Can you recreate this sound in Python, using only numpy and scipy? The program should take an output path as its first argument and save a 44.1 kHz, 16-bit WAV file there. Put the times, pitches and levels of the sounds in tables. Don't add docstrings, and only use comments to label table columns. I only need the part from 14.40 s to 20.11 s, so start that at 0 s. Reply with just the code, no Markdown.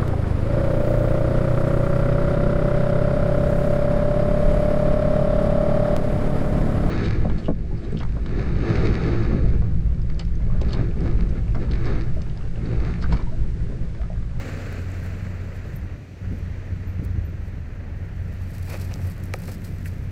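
import sys
import numpy as np
from scipy import signal
from scipy.fft import rfft, irfft, next_fast_len
from scipy.io import wavfile

SR = 44100
rng = np.random.default_rng(int(sys.argv[2]) if len(sys.argv) > 2 else 0)


def store_wav(level_fs):
    pcm = np.round(np.clip(np.atleast_2d(level_fs), -1, 1) * 32767)
    wavfile.write(sys.argv[1], SR, pcm.T.astype(np.int16))


N = 251811
TIME = np.arange(N) / SR

# frequency_hz, density_db
LEAF_SPECTRUM = [(1100, -9), (1500, 3.5), (2400, 11), (3000, 3), (3500, -1), (4400, 2), (5200, -4),
                 (5900, 0), (6800, -4.5), (7800, -8), (9200, -15), (12500, -16.5), (16000, -22)]
ROAD_ROAR_SPECTRUM = [(130, -28), (230, 1.5), (300, 0.5), (380, 0.5), (560, -1.5), (700, -6.5), (850, -13),
                      (1050, -18), (1350, -17), (2000, -30)]
TYRE_HISS_SPECTRUM = [(600, -13), (850, -4.5), (1100, -5.5), (1380, -2), (1600, -1), (1900, 1), (2200, -5),
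                      (2600, -8.5), (3100, -16.5), (4500, -23.5), (9000, -50)]
CAR_SPECTRUM = [(120, -23), (210, 13), (320, 4.5), (500, 6.5), (950, -10.5), (1450, -1), (1900, -3),
                (2550, -6), (3300, -19), (4400, -14.5), (5300, -21), (7400, -19), (9300, -34.5),
                (16000, -34)]
BOOM_SPECTRUM = [(15, -35), (28, -11), (38, -1), (55, 3.5), (80, 1.5), (100, -6.5), (130, -15), (220, -56)]
DRONE_SPECTRUM = [(60, -33), (95, -3.5), (115, 2), (150, 0.5), (185, -3.5), (215, -10), (260, -11),
                  (320, -16.5), (450, -31.5), (900, -77)]
BREEZE_SPECTRUM = [(20, -25), (50, 3.5), (110, 6), (200, -3), (400, -17.5), (600, -25.5), (1000, -62),
                   (2000, -63)]
CLOTH_SPECTRUM = [(1500, -22), (2500, -11), (3300, -3.5), (4400, 4.5), (5800, 2), (6800, -1), (7800, 2.5),
                  (9500, -2), (11000, -1), (12400, 3), (14000, -1.5), (16000, -4)]
SOLE_SPECTRUM = [(150, -26), (350, 4.5), (560, 8), (800, 2.5), (1030, -1), (1330, -1), (1900, -4),
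                 (2450, 0.5), (3200, -14.5), (4400, -12), (7000, -19), (10000, -25), (16000, -30)]

# time_s, level_db
LEAF_RIDE = [(0, -57), (1.0, -61), (2.0, -57.5), (2.7, -59.5), (3.5, -62), (4.1, -58), (5.71, -59)]
TRAFFIC_RIDE = [(0, -49.5), (1.3, -49.5), (3.2, -51), (4.6, -49.5), (5.71, -51.5)]
CAR_RIDE = [(0, -36), (.2, -38), (.45, -42.5), (1.35, -49.5), (1.58, -69), (5.71, -90)]
BOOM_RIDE = [(0, -38), (1.1, -36.5), (1.95, -29.5), (2.25, -35.5), (2.7, -30), (3.1, -33.5), (4.1, -35),
             (4.8, -41), (5.71, -35)]
DRONE_RIDE = [(0, -32), (.4, -36.5), (2.3, -36), (3.0, -39.5), (4.3, -35), (5.71, -33.5)]
NEAR_FAN_RIDE = [(0, -37), (.3, -30.5), (.7, -29.5), (1.55, -38), (1.95, -30), (2.25, -37), (2.65, -28.5),
                 (3.2, -38), (3.85, -33), (4.5, -31), (5.1, -35), (5.71, -32.5)]
SLOW_FAN_RIDE = [(0, -59), (3.2, -53), (3.8, -40), (4.5, -36), (5.71, -54)]
CLOTH_RUB_RIDE = [(0, -67), (.55, -66), (.85, -70.5), (1.6, -78), (2.7, -75), (3.4, -78), (3.8, -70.5),
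                  (4.25, -58), (4.8, -66.5), (5.3, -60), (5.71, -67.5)]

# centre_s, peak_db, half_length_s; the brief swell at 2.651 s gives the click at 2.65 s a
BREEZE_PUFFS = [(1.93, -25, 0.021), (2.33, -26, 0.009), (2.597, -22, 0.0041), (2.625, -20, 0.008),
                (2.768, -23.5, 0.016)]
CLOTH_STROKES = [(.655, -67, 0.035), (1.16, -69, .018), (1.33, -71, .06), (1.95, -74, .07),
                 (2.651, -57, .005), (3.08, -72, .025), (4.18, -58.5, .03), (4.33, -53.5, 0.042),
                 (4.44, -57.5, 0.026), (4.54, -61, 0.013), (4.67, -57, 0.052), (4.85, -62, 0.028),
                 (4.95, -59, 0.0098), (5.04, -57, 0.052), (5.112, -49.5, 0.023), (5.262, -57.5, .016),
                 (5.475, -55, 0.015)]
SOLE_SCUFFS = [(4.308, -42.5, 0.023), (4.347, -38.5, 0.012), (4.41, -49.5, 0.061), (4.518, -42, 0.012),
               (4.65, -50.5, 0.045), (5.03, -51, .02), (5.09, -42.5, 0.0071), (5.12, -53, 0.016),
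               (5.27, -56, 0.023)]

# multiple_of_firing_rate, relative_level_db
EXHAUST_HARMONICS = [(1, 1.5), (2, -10.5), (3, -7), (4, -13.5), (5, -19), (7, -19.5), (8, -21), (9, -22.5)]
# start_s, level_db
INSECT_CHIRPS = [(2.463, -61), (2.84, -60)]
# pitch_hz, relative_level_db, t60_s, delay_s
BODY_MODES = [(523, -21.5, 0.035, .003), (753, -24, 0.027, 0.00409), (1260, -25, 0.022, 0.00114),
              (1890, -23, 0.0097, 0.0008), (2320, -19, 0.0088, 0.00037)]
# start_s, strength_db, contact_s
FINGER_BLOWS = [(4.555, -11.5, 0.00097), (4.592, -11, 0.0013), (4.938, 0, .00002), (5.081, -10.5, 0.00057),
                (5.091, -12.5, 0.00062)]
# start_s, level_db, centre_hz, width_octaves, decay_s
GRIT_CLICKS = [(.3263, -46, 12500, 0.45, .002), (.5178, -47, 7660, 0.2, .002),
               (1.3614, -40, 13100, 0.29, 0.0013), (1.3688, -41.5, 13000, 0.24, 0.0011),
               (1.3888, -50, 12000, .17, .001), (2.649, -48.5, 11900, 0.51, 0.004),
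               (3.9395, -50, 11000, .6, .001), (4.108, -45, 12000, .5, 0.00088),
               (4.54, -26.5, 5400, 0.35, 0.00055), (4.6779, -47, 13000, 0.35, .002),
               (4.7003, -42, 12000, 0.32, .0015), (4.7801, -43, 10000, 1.4, 0.00081),
               (4.8383, -40.5, 10000, 0.82, 0.0016), (4.856, -40, 12000, 0.55, 0.0012),
               (4.9380, -27, 5400, 0.72, 0.0013), (4.9882, -41, 12000, .5, 0.0014),
               (5.0194, -42.5, 9000, 0.66, 0.0016), (5.458, -45, 11000, .5, 0.0082),
               (5.4578, -36, 1950, 0.28, 0.0085)]


def gain_of(db):
    return 10 ** (np.asarray(db) / 20)


def unit_rms(x):
    return x / np.sqrt(np.mean(x ** 2) + 1e-20)


def ride(rows):
    return gain_of(np.interp(TIME, *np.transpose(rows)))


def swells(rows):
    return sum(gain_of(db) * np.exp(-.5 * ((TIME - centre_s) / half_s) ** 2) for centre_s, db, half_s in rows)


def dip(depth_db, centre_s=1.692, half_s=0.12):
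    return gain_of(-depth_db * np.exp(-((TIME - centre_s) / half_s) ** 4))


def add(mix, start_s, sound):
    part = mix[round(start_s * SR):][:len(sound)]
    part += sound[:len(part)]


def coloured(x, spectrum):
    hz, db = np.transpose(spectrum)
    size = next_fast_len(N)
    bins_hz = np.fft.rfftfreq(size, 1 / SR) + 1
    eq_db = np.interp(np.log(bins_hz), np.log(hz), db, left=-90, right=-90)
    return unit_rms(irfft(rfft(x, size) * gain_of(eq_db), size)[:N])


def noise(spectrum):
    return coloured(rng.standard_normal(N), spectrum)


def drift(rate_hz):
    size = next_fast_len(N)
    lowpass = np.exp(-(np.fft.rfftfreq(size, 1 / SR) / rate_hz) ** 2)
    return unit_rms(irfft(rfft(rng.standard_normal(size)) * lowpass, size)[:N])


def grains(per_s, spread_db):
    size = gain_of(spread_db * np.minimum(rng.exponential(1, N), 4))
    return unit_rms(size * rng.choice([-1, 1], N) * (rng.random(N) < per_s / SR))


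def leaves():
    return ride(LEAF_RIDE) * noise(LEAF_SPECTRUM)


def traffic(roar_db=2.0, hiss_db=-2.5, flutter_db=0.98):
    roar = gain_of(roar_db) * dip(depth_db=2.8) * noise(ROAD_ROAR_SPECTRUM)
    hiss = gain_of(hiss_db) * dip(depth_db=7.5) * noise(TYRE_HISS_SPECTRUM)
    car = ride(CAR_RIDE) * noise(CAR_SPECTRUM)
    flutter = gain_of(flutter_db * drift(42))
    return (ride(TRAFFIC_RIDE) * (roar + hiss) + car) * flutter


def vehicle_rumble(drone_trim_db=-1.65, lump_db=1.77):
    boom = ride(BOOM_RIDE) * dip(depth_db=13.5) * noise(BOOM_SPECTRUM)
    lumps = gain_of(drone_trim_db + lump_db * drift(30))
    drone = ride(DRONE_RIDE) * lumps * dip(depth_db=4) * noise(DRONE_SPECTRUM)
    return boom + drone


def idling_engine(firing_hz=26.72, wobble=0.0046, start_db=-37.5, fade_db_per_s=0.35):
    firings = np.cumsum(firing_hz * (1 + wobble * drift(11.2))) / SR
    pulses = sum(gain_of(db) * np.cos(2 * np.pi * (multiple * firings + rng.random()))
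                 for multiple, db in EXHAUST_HARMONICS)
    fade = gain_of(start_db - fade_db_per_s * TIME)
    return fade * dip(depth_db=27) * np.sqrt(2) * pulses


def fans(hum_hz=91.66, wander_hz=0.27, beat_hz=4.7, in_step_s=4.45, octave_db=-15, waver_db=1.25):
    phase = 2 * np.pi * np.cumsum(hum_hz + wander_hz * drift(2.16)) / SR
    hum = np.sin(phase) + gain_of(octave_db) * np.sin(2 * phase)
    near = ride(NEAR_FAN_RIDE) * dip(depth_db=10) * hum
    slow = ride(SLOW_FAN_RIDE) * np.sin(phase - 2 * np.pi * beat_hz * (TIME - in_step_s))
    waver = gain_of(waver_db * drift(8))
    return np.sqrt(2) * waver * (near + slow)


def insect(pitch_hz=12020, fuzz_hz=70, rise_s=0.017, echo_peak_s=0.056, echo_share=.2):
    envelope, t = np.zeros(N), np.arange(SR // 4) / SR
    call = (t / rise_s) ** 3 * np.exp(3 * (1 - t / rise_s))
    tail = echo_share * (t / echo_peak_s) ** 2 * np.exp(2 * (1 - t / echo_peak_s))
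    for start_s, db in INSECT_CHIRPS:
        echo = tail * drift(60)[:len(t)]
        add(envelope, start_s, gain_of(db) * (call + echo))
    phase = 2 * np.pi * np.cumsum(pitch_hz + fuzz_hz * drift(300)) / SR
    return envelope * np.sqrt(2) * np.sin(phase)


def breeze():
    return swells(BREEZE_PUFFS) * noise(BREEZE_SPECTRUM)


def clothing(clump_db=3.0, snag_db=-3):
    sliding = gain_of(clump_db * drift(60)) * grains(per_s=6000, spread_db=-1.5)
    snags = gain_of(snag_db) * grains(per_s=120, spread_db=2.5)
    return (ride(CLOTH_RUB_RIDE) + swells(CLOTH_STROKES)) * coloured(sliding + snags, CLOTH_SPECTRUM)


def camera_knocks():
    out, t = np.zeros(N), np.arange(SR // 10) / SR
    for start_s, blow_db, contact_s in FINGER_BLOWS:
        for hz, mode_db, t60_s, delay_s in BODY_MODES:
            softening = 1 + (hz * contact_s) ** 2
            ring = np.exp(-np.log(1000) * t / t60_s) * np.sin(2 * np.pi * hz * t)
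            add(out, start_s + delay_s, gain_of(blow_db + mode_db) / softening * ring)
    return out


def grit():
    out, t = np.zeros(N), np.arange(4096) / SR
    hz = np.fft.rfftfreq(len(t), 1 / SR) + 1
    for start_s, db, centre_hz, octaves, decay_s in GRIT_CLICKS:
        band = np.exp(-.5 * (np.log2(hz / centre_hz) / octaves) ** 2)
        fade = np.exp(-t / decay_s)
        burst = fade * irfft(rfft(rng.standard_normal(len(t))) * band)
        makeup_gain = np.linalg.norm(fade) / np.linalg.norm(burst)
        add(out, start_s, gain_of(db) * makeup_gain * burst)
    return out


def soles():
    return swells(SOLE_SCUFFS) * coloured(grains(per_s=4400, spread_db=4.0), SOLE_SPECTRUM)


def scene():
    around = idling_engine() + fans() + vehicle_rumble() + traffic() + leaves() + insect()
    close = breeze() + clothing() + soles() + grit() + camera_knocks()
    return (around + close)[None]


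def record(dry):
    cutoff_hz = 15850
    high_cut = signal.firwin(511, cutoff_hz, window=("kaiser", 9), fs=SR)
    return signal.oaconvolve(dry, high_cut[None], "same")


dry = scene()
out = record(dry)
store_wav(out)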